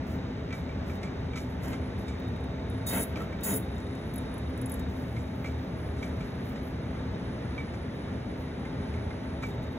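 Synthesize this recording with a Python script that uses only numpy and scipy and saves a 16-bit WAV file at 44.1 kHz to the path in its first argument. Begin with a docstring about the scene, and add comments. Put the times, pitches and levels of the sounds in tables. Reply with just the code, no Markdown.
"""A small pen plotter fills in digits on a board, heard from close by in a quiet workshop.
Its motors whine faintly, the pen hisses as it rubs, the carriage knocks when it reverses,
fast moves shake the frame and the gearing ticks. The pen axis lifts and drops with two loud rasps
in its metal guide. A fan rumbles all along. Two microphone ports hear it out of phase."""
import sys
import numpy as np
from scipy import signal
from scipy.fft import rfft, irfft
from scipy.io import wavfile

SR = 44100
rng = np.random.default_rng(int(sys.argv[2]) if len(sys.argv) > 2 else 0)


def unload_audio(sound):
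    """Save the sound as a 16-bit wav file, at the path given as the first command line argument."""
    columns = np.transpose(np.atleast_2d(sound))
    # keep every value between -1 and 1, then stretch to whole-number steps
    steps = np.round(np.clip(columns, -1, 1) * 32767)
    wavfile.write(sys.argv[1], SR, steps.astype(np.int16))


N = 431277
TIME = np.arange(N) / SR
HZ = np.maximum(np.fft.rfftfreq(N, 1 / SR), 1)

# The pen axis sliding in its guide. Each row: start of full speed and hold in seconds, treble hiss in dB,
# lower and top hiss in dB above the treble, start in seconds and level in dB of the whine's surge.
SLIDES = [(2.868, 0.17, -38, -2.5, 1.8, 2.876, -43.5), (3.436, 0.14, -36.5, -5, -1.1, 3.42, -57)]
SLIDE_RISE, SLIDE_FALL = 3400, 960  # dB per second


def from_db(db):
    """Decibels to gain."""
    return 10 ** (np.asarray(db) / 20)


def rms_one(x):
    """Scale to rms 1."""
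    return x / np.sqrt(np.mean(x ** 2) + 1e-20)


def in_time(rows):
    """One automation curve for each column after the time in seconds."""
    seconds, *columns = np.transpose(rows)
    return [np.interp(TIME, seconds, column) for column in columns]


def at_hz(points):
    """A curve across the spectrum, joining the points over log frequency."""
    hz, values = np.transpose(points)
    return np.interp(np.log(HZ), np.log(hz), values)


def swell(start, held, rise, fall):
    """Envelope in dB: rises to 0 at start, holds, then falls; slopes in dB per second."""
    t = TIME - start
    return np.minimum(0, np.minimum(rise * t, fall * (held - t)))


def drift(rate_hz):
    """Smooth random modulation with an rms of about 1: noise through two one-pole low-passes."""
    step, run_in = 40, 2000
    pole = np.exp(-2 * np.pi * rate_hz * step / SR)
    noise = rng.standard_normal(N // step + run_in + 2)
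    slow = signal.lfilter([1], [1, -2 * pole, pole * pole], noise)[run_in:]
    return np.interp(np.arange(N) / step, np.arange(len(slow)), rms_one(slow))


def resonances(peaks, steep=2):
    """Magnitude spectrum of resonances that add in power; a higher steep narrows each peak."""
    powers = (from_db(2 * db) / (1 + ((HZ - hz) / (width / 2)) ** 2) ** steep for hz, width, db in peaks)
    return np.sqrt(sum(powers))


def stereo_noise(magnitude):
    """Noise coloured by a magnitude spectrum, partly shared between the two ports."""
    # How alike the ports sound. Each row: frequency in Hz, likeness from 0 to 1.
    likeness = [(40, .995), (100, 1), (260, 0.96), (430, 0.82), (600, 0.48), (800, 0.17), (1200, 0.33),
                (2000, 0.52), (2600, 0), (3500, 1), (4600, 0.97), (6500, 1)]
    alike = at_hz(likeness)
    mid, side = rfft(rng.standard_normal((2, N)))
    spectra = np.sqrt((1 + alike) / 2) * mid + np.sqrt((1 - alike) / 2) * side * [[1], [-1]]
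    return irfft(magnitude * spectra, N)


def ring(force, hz, t60):
    """One struck mode: a sine that dies by 60 dB in t60 seconds."""
    decay, angle = from_db(-60 / (t60 * SR)), 2 * np.pi * hz / SR
    return signal.lfilter([0, np.sin(angle)], [1, -2 * decay * np.cos(angle), decay ** 2], force + 1e-18)


def burst(centre_hz, width_hz, attack_s, t60):
    """A short puff of band noise that dies away."""
    t = np.arange(round(.15 * SR)) / SR
    edges = [max(centre_hz - width_hz / 2, 100), min(centre_hz + width_hz / 2, .45 * SR)]
    bandpass = signal.butter(2, edges, "band", fs=SR, output="sos")
    band = signal.sosfilt(bandpass, rng.standard_normal(len(t)))
    return rms_one(band) * np.minimum(t / attack_s, 1) * from_db(-60 * t / t60)


def add(out, start, sound):
    """Mix a sound in at start seconds."""
    i = round(start * SR)
    out[..., i:i + sound.shape[-1]] += sound[..., :N - i]


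def fan():
    """A bed of rumbling air with narrow hums of the fan housing, both wavering a little."""
    # Fan and room air. Each row: frequency in Hz, noise density in dB per Hz.
    air_spectrum = [(25, -92), (45, -68), (65, -57), (110, -60.5), (200, -60), (320, -68), (550, -71),
                    (1000, -79.5), (2100, -83), (2700, -89.5), (4200, -94), (6200, -101), (7300, -110),
                    (16000, -119)]
    # Housing resonances. Each row: frequency in Hz, width in Hz, rms level in dB.
    housing = [(79.5, 16.7, -42.5), (116, 13, -45.5), (165.5, 9.8, -59), (259, 9.8, -45), (332, 15, -57.5),
               (406.8, 10.6, -53.5), (471.5, 11, -59), (600, 14, -66.5), (645.3, 22, -57),
               (780.6, 6.9, -63), (880, 59, -57.5), (2270, 24, -69.5)]
    air = stereo_noise(from_db(at_hz(air_spectrum)) * np.sqrt(SR / 2)) * from_db(.5 * drift(1.45))
    # Turn each rms level into the height of its peak.
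    peaks = [(hz, width, db + 10 * np.log10(2 * SR / (np.pi * width))) for hz, width, db in housing]
    hum = stereo_noise(resonances(peaks)) * from_db(drift(.98))
    return air + hum


def motors():
    """A rough, fluttering whine that surges with each slide, and a thin driver tone wrapped in fizz."""
    # Motor levels. Each row: time in seconds, then whine, driver tone and fizz in dB.
    motor_levels = [(0, -67, -90, -92), (.8, -64.5, -90, -92), (1.5, -65.5, -81, -90),
                    (1.75, -66, -71, -75), (2.05, -65, -85, -88), (2.1, -57.5, -83, -88),
                    (2.62, -63.5, -87, -87), (2.72, -62, -75, -75), (3.15, -66, -80, -84),
                    (3.38, -63, -86, -84), (3.7, -60.5, -73, -74), (4.5, -61, -75, -74),
                    (4.85, -63, -84, -84), (5.0, -68, -80, -72), (5.5, -66.5, -82, -76),
                    (5.73, -65, -88, -77), (5.78, -66, -70, -84), (6.8, -66, -78, -80),
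                    (7.3, -66, -72.5, -80), (9.4, -68, -74, -82), (9.5, -60.5, -88, -92),
                    (9.78, -59, -80, -92)]
    whine_hz, whine_width_hz, tone_hz, fizz_width_hz = 3730, 100, 10316, 360
    sliding_db, surge_held_s = -52.5, .058
    whine_db, tone_db, fizz_db = in_time(motor_levels)
    for start, held, *_, surge_start, surge_db in SLIDES:
        whine_db = np.maximum(whine_db, sliding_db + swell(start, held, rise=1100, fall=270))
        whine_db = np.maximum(whine_db, surge_db + swell(surge_start, surge_held_s, rise=1100, fall=270))
    flat_band = 1 / np.sqrt(1 + (2 * (HZ - whine_hz) / whine_width_hz) ** 6)
    whine = rms_one(stereo_noise(flat_band)) * from_db(whine_db + 2 * drift(45))
    tone = np.sqrt(2) * np.sin(2 * np.pi * tone_hz * TIME) * from_db(tone_db + 2.2 * drift(12))
    fizz = rms_one(stereo_noise(resonances([(tone_hz, fizz_width_hz, 0)]))) * from_db(fizz_db)
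    return whine + tone + fizz


def pen():
    """The pen rubs the board: soft, grainy friction hiss in three bands, louder in each stroke."""
    # Faint steady rubbing. Each row: time in seconds, treble hiss in dB,
    # lower and top hiss in dB above the treble.
    drag = [(0, -90, -3, 0), (1.9, -88, -3, -4), (2.25, -82, -3, -6), (2.7, -94, -3, -6),
            (3.7, -84, 2, -10), (4.1, -80, 2, -8), (4.27, -88, -3, -8), (4.42, -79, 2, -8),
            (4.53, -86, 0, -6), (4.7, -78, -3, -6), (4.86, -86, -3, -4), (4.9, -74, 3, 5),
            (5.2, -74.5, 5, 1), (5.55, -82, -1, -4), (6.2, -76, -7, -10), (6.8, -84, -3, -12),
            (7.6, -93, -3, -18), (8.6, -86, -3, -14), (9.3, -91, -3, -18), (9.78, -86, -3, -4)]
    # Pen strokes. Each row: start of full pressure and hold in seconds, treble hiss in dB,
    # lower and top hiss in dB above the treble.
    strokes = [(.075, 0.065, -68, 4, 3), (.55, 0.043, -69, 7, -4), (.872, 0.077, -69, 4, 1),
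               (1.03, .02, -78, 11, -8), (1.375, 0.038, -65, 7, -4), (1.5, .01, -69, 1, -17),
               (1.635, 0.065, -60.5, 3.5, 1), (1.99, 0.027, -64, -4, -21), (2.082, 0.016, -77, 16.5, -20),
               (3.175, .06, -65.5, -1, -1), (3.408, .01, -69, -7, -6), (4.975, .03, -71, 0, -4),
               (5.19, 0.059, -76, 9, -4), (5.365, 0.14, -78, 0, 9), (5.46, .04, -76, 7, 0),
               (5.59, .06, -80, -5, 9), (5.78, 0.083, -82, -5, 9), (5.97, .03, -78, 13, -10),
               (6.03, 0.053, -68.5, 7, -6), (6.25, .03, -68, -4, -20), (6.445, 0.055, -65.5, -4, 3),
               (6.632, 0.056, -67.5, -8, -2), (7.597, .01, -73, 0, -25), (7.75, .02, -83, 12, -20),
               (7.945, .02, -82, -3, 7), (8.385, .04, -72, -10, 2), (9.432, 0.067, -67.5, 6, -4),
               (9.635, .01, -72, 3, 2), (9.716, .01, -70, -12, -9)]
    # Resonances of the rubbing, grouped as treble, lower and top.
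    # Each row: frequency in Hz, width in Hz, relative level in dB.
    bands = [
        [(10100, 800, -2), (11400, 1000, 1), (12200, 800, 0)],
        [(4800, 1200, -1), (5800, 1100, 1), (7200, 1400, -2), (8400, 800, -1), (9150, 700, 1)],
        [(13100, 900, 4), (13800, 800, 3), (14800, 1000, -3), (15500, 600, -5)],
    ]
    drag_db, drag_lower_db, drag_top_db = in_time(drag)
    levels_db = np.array([drag_db, drag_db + drag_lower_db, drag_db + drag_top_db])
    for start, held, treble_db, lower_db, top_db in strokes:
        stroke_db = treble_db + swell(start, held, rise=760, fall=250)
        levels_db = np.maximum(levels_db, stroke_db + [[0], [lower_db], [top_db]])
    grain_db = 2.1 * drift(140)  # common to all bands; each also flickers on its own
    hisses = [rms_one(stereo_noise(resonances(band))) for band in bands]
    return sum(hiss * from_db(db + grain_db + 2.4 * drift(29)) for db, hiss in zip(levels_db, hisses))


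def carriage_knocks():
    """The carriage takes up its play at a reversal: a rough contact rings it, with a crack and a clack."""
    # Reversals. Each row: start in seconds, level in dB, tilt toward the upper ring in dB, crack and
    # thud offsets in dB, pitch of the lower ring in Hz, which moves with the carriage's place.
    knocks = [(0.5057, -44, 10, -28, -14, 1900), (0.5245, -38.5, 4, -12.5, -5, 2000),
              (0.6896, -47, -1, -23, -12, 2300), (0.894, -47, -6, -23, -4, 2350),
              (1.0302, -42, -7, -9.5, -7, 2150), (1.052, -51, 6, -20, -15, 2200),
              (1.068, -50, 5, -18, -15, 2150), (1.3318, -42, -3, -20, -8, 2200),
              (1.3568, -43.5, 3, -5, 3, 2030), (1.3723, -39, 12, -7.5, -3, 2140),
              (1.73, -42.5, -9, -8.5, -1, 2100), (2.0804, -51.5, 9, -1, -3, 1500),
              (3.157, -43.5, 12, -10, 2, 2200), (3.171, -44.5, 12, -16, 4, 2000),
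              (3.202, -52, -4, -14, 13, 1800), (3.215, -52, -4, -14, 12, 2100),
              (3.3245, -46, 3, -21, -17, 2080), (5.163, -42.5, -10, -23, -10, 2150),
              (5.4428, -38.5, -6, -22, -6, 2120), (5.457, -44, -3, -11, -12, 2300),
              (5.4694, -52, -4, -5, -5, 2300), (6.025, -38.5, 11, -15, -12, 2140),
              (6.205, -45.5, -6, -11, -2, 2350), (6.5555, -47, -6, -12, -15, 1900),
              (7.577, -40.5, 13, -24, -17, 2210), (7.601, -48, 17, -26, -17, 2210),
              (7.736, -49.5, -3, -8, 1, 2100), (8.65, -45, -6, -18, -8, 2100),
              (8.9366, -49, -8, -12, -11, 2170), (9.1038, -49, -18, -26, -8, 2100),
              (9.4239, -43.5, 3, -11, -5, 2150), (9.4312, -44.5, 5, -14, 9, 1700),
              (9.4368, -40, 12, -17, -2, 1900)]
    # The carriage's other modes, struck with random strength.
    # Each row: frequency in Hz, relative level in dB, time to fall 60 dB in seconds.
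    other_modes = [(1545, -7.5, 0.044), (1864, -12, 0.068), (2380, -25, 0.059), (3190, -12, 0.033),
                   (3660, -15.5, 0.14), (8150, -39, 0.074)]
    contact_attack_s, contact_decay_s = .003, .004
    out = np.zeros((2, N))
    t = np.arange(round(.25 * SR)) / SR
    contact_shape = np.exp(-t / contact_decay_s) * np.minimum(t / contact_attack_s, 1)
    for start, level_db, tilt_db, crack_db, thud_db, lower_hz in knocks:
        contact = rng.standard_normal((2, len(t))) * contact_shape
        contact[1] = .85 * contact[0] + .5 * contact[1]  # the far port hears more reflections
        modes = [(2297, 1 + tilt_db / 2, .13),  # upper ring
                 (lower_hz, -1 - tilt_db / 2, .071),  # lower ring
                 (1324, 3 + thud_db, .045)]  # thud
        modes += [(hz, db + rng.normal(0, 3), t60) for hz, db, t60 in other_modes]
        for hz, db, t60 in modes:
            ringing = ring(contact, hz, t60)
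            add(out, start, from_db(level_db + db) * ringing / np.abs(ringing).max())
        crack = burst(4700, 3700, .0013, .06) + from_db(-.5) * burst(4100, 5100, .0032, .18)
        crack *= from_db(level_db + crack_db + 1)
        clack_db = -53 + .35 * (level_db + 42)  # only partly follows the knock's strength
        clack = from_db(clack_db) * burst(3000, 2800, .005, .065)
        add(out, start, crack + clack)
    return out


def frame_shakes():
    """Fast moves rattle the frame's resonances, and the lift motor growls just behind."""
    # Fast moves. Each row: start of full strength and hold in seconds, rattle and growl in dB.
    shakes = [(1.65, 0.077, -44.5, -41), (2.94, 0.054, -35, -34), (3.165, 0.052, -46.5, -37),
              (3.48, 0.058, -39, -31.5)]
    # Frame resonances. Each row: frequency in Hz, width in Hz, relative level in dB.
    frame_modes = [(584, 110, -1.5), (655, 80, -1), (912, 34, -0.5), (1065, 34, -4.5), (1370, 71, -5.5),
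                   (1583, 92, -5), (1930, 91, -7), (2140, 85, -5), (2610, 54, -8), (3100, 180, -13)]
    # The lift motor's low growl. Each row: frequency in Hz, width in Hz, relative level in dB.
    growl_modes = [(191, 36, 4.5), (234, 33, -21), (292, 52, -1.5), (438, 135, -7)]
    growl_lag_s = .016
    rattle_gain, growl_gain = np.zeros((2, N))
    for start, held, rattle_db, growl_db in shakes:
        rattle_gain += from_db(rattle_db + swell(start, held, rise=206, fall=260))
        growl_gain += from_db(growl_db + swell(start + growl_lag_s, held, rise=220, fall=220))
    rattle = rms_one(stereo_noise(resonances(frame_modes, steep=1))) * from_db(1.1 * drift(60))
    growl = rms_one(stereo_noise(resonances(growl_modes)))
    return rattle_gain * rattle + growl_gain * growl


def gear_ticks():
    """Bright little clicks: the ring of a gear inside a broad snap."""
    # Ticks of the gearing. 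Each row: start in seconds, level in dB,
    # lower and top skirt offsets in dB, pitch of the ring in Hz.
    ticks = [(2.1969, -62, 2, 5, 10400), (2.2807, -56, -13, -15, 10300), (2.3206, -65, -11, -13, 10400),
             (2.3625, -57, -11, -13, 9800), (2.4034, -58, -11, -13, 10300), (2.4394, -54, -12, -14, 9900),
             (2.698, -45, -27, -29, 10500), (2.7387, -59, -15, -17, 10300), (2.7811, -55, -17, -19, 10200),
             (3.4072, -52, -4, -4, 12100), (3.744, -66, 6, -10, 8500), (3.7559, -61, -6, -8, 11500),
             (3.7804, -57, 3, -6, 7500), (3.8014, -60, 5, -4, 8300), (3.8654, -60, 1, -10, 8800),
             (3.908, -64, 0, -8, 10500), (3.9504, -55.5, 1, -8, 10500), (3.9908, -60, -8, -8, 10200),
             (4.0354, -60, -8, -10, 9400), (4.055, -61, -20, -20, 12300), (4.076, -61, -20, -20, 11900),
             (4.137, -38, -15, -15, 12800), (4.1579, -37, -22, -22, 11500), (4.179, -36.5, -29, -31, 10000),
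             (4.339, -45, -27, -22, 10500), (4.379, -43, -15, -17, 10600), (4.4922, -58, -14, -6, 12200),
             (4.575, -42.5, -17, -14, 9000), (4.614, -40, -17, -12, 10500), (4.658, -34.5, -27, -27, 10300),
             (4.6954, -33, -19, -12, 13200), (4.718, -32, -24, -20, 10500), (4.7383, -35, -18, -17, 11000),
             (4.7564, -53, -12, -12, 12000), (4.794, -47.5, -2, -6, 12000), (4.97, -58, -8, -8, 11500),
             (5.875, -66, -10, 3, 13500), (6.628, -62, -15, -6, 11500), (6.674, -62, -15, -4, 12500),
             (6.695, -62, -15, -4, 12800), (7.9494, -67, -6, -8, 10500), (9.2354, -70, 3, 3, 14000)]
    out = np.zeros(N)
    for start, level_db, lower_db, top_db, ring_hz in ticks:
        snap = from_db(-7) * burst(11000, 5200, .002, .026)
        ping = from_db(-3) * burst(ring_hz, 1200, .002, .041)
        lower = from_db(lower_db) * burst(7000, 3500, .002, .038)
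        top = from_db(top_db) * burst(15000, 3000, .002, .035)
        reflections = from_db(-23) * burst(10600, 7000, .0043, .28)
        add(out, start, from_db(level_db) * (snap + ping + lower + top + reflections))
    return out


def guide_rasp(modes, window):
    """Friction noise rings the guide's resonances, each swelling and fading on its own; rms 1."""
    stereo_spread, wander_db = .25, 4
    out = 0
    for hz, width, db in modes:
        mid, side = rng.standard_normal((2, window.stop - window.start))
        friction = mid + stereo_spread * side * [[1], [-1]]
        pole = np.exp(-np.pi * width / SR)
        feedback = [1, -2 * pole * np.cos(2 * np.pi * hz / SR), pole ** 2]
        ringing = signal.lfilter([1 - pole ** 2, 0, pole ** 2 - 1], feedback, friction)
        out += ringing * from_db(db + wander_db * drift(7)[window])
    return rms_one(out)


def brake_squeal(start, held, hiss_db):
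    """A narrow, noisy squeal that sinks and grows as the axis brakes."""
    end_hz, glide_hz_per_s = 10500, 20000
    stop = start + held
    hz = end_hz + glide_hz_per_s * np.clip(stop - TIME, 0, held)
    tone = np.sqrt(2) * np.sin(2 * np.pi * np.cumsum(hz) / SR)
    crescendo_db = swell(stop, 0, rise=140, fall=SLIDE_FALL)
    gate_db = swell(start, held, SLIDE_RISE, SLIDE_FALL) / 2
    return from_db(hiss_db - 5 + crescendo_db + gate_db) * drift(120) * tone


def axis_slides():
    """The pen axis rasps along its metal guide, thinning as it goes, then squeals and coasts."""
    # The guide's resonances in three bands. Each row: frequency in Hz, width in Hz, relative level in dB.
    treble_modes = [(9450, 200, -6), (9890, 50, 4), (10010, 40, 1), (10250, 150, -4), (10636, 45, 3),
                    (11000, 250, -6), (11430, 250, -5), (11900, 250, -4), (12500, 300, -4)]
    lower_modes = [(4600, 400, -5), (5250, 300, -11), (5850, 400, -9), (6800, 400, -2), (7283, 40, 2),
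                   (7628, 35, 8), (8050, 300, 2), (8800, 600, -1)]
    top_modes = [(13100, 400, -5), (13750, 500, -3), (14350, 300, -4), (14870, 60, 2), (15150, 300, -4),
                 (15495, 60, 3)]
    lower_sag, top_sag = 33, 40  # dB per second of sliding
    out, length = np.zeros((2, N)), SR // 2
    for start, held, treble_db, lower_db, top_db, *_ in SLIDES:
        drive_db = swell(start, held, SLIDE_RISE, SLIDE_FALL)
        coast_db = -11.5 + swell(start, held, SLIDE_RISE, fall=250)
        hiss_db = treble_db + np.maximum(drive_db, coast_db) + .82 * drift(140)
        out += brake_squeal(start, held, treble_db)
        sliding_s = np.clip(TIME - start, 0, held)
        first = round(start * SR) - length // 8  # leave room for the attack
        window = slice(first, first + length)
        bands = [(treble_modes, hiss_db),
                 (lower_modes, hiss_db + lower_db - lower_sag * sliding_s),
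                 (top_modes, hiss_db + top_db - top_sag * sliding_s)]
        for modes, level_db in bands:
            out[:, window] += from_db(level_db[window]) * guide_rasp(modes, window)
    return out


def scene():
    """The plotter's whine, friction and impacts over the bed of the fan."""
    return fan() + motors() + axis_slides() + pen() + frame_shakes() + carriage_knocks() + gear_ticks()


def record(dry):
    """Two microphone ports differ in phase, more so with pitch, and a little in colour; the top is cut."""
    # Phase between the ports. Each row: frequency in Hz, lead of the left in half turns.
    port_phase = [(0, 0), (1400, .15), (2800, .45), (3700, .45), (4750, 1), (6800, 2), (8950, 3),
                  (11050, 4), (13150, 5), (15300, 6), (17400, 7)]
    # Balance of the ports. Each row: frequency in Hz, left above right in dB.
    port_balance = [(60, .5), (120, .5), (220, 1.5), (320, .5), (520, -1.5), (840, 0), (1400, .5),
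                    (2200, -1.5), (2800, 0), (3600, .5), (4500, 0)]
    cutoff_hz = 15950
    half_turns = np.interp(HZ, *np.transpose(port_phase))
    # Each port takes half of the offset, in opposite directions.
    left = from_db(at_hz(port_balance) / 2) * np.exp(.5j * np.pi * half_turns)
    ports = irfft(rfft(dry) * [left, 1 / left], N)
    return signal.sosfilt(signal.cheby2(24, 55, cutoff_hz, fs=SR, output="sos"), ports)


dry = scene()
out = record(dry)
unload_audio(out)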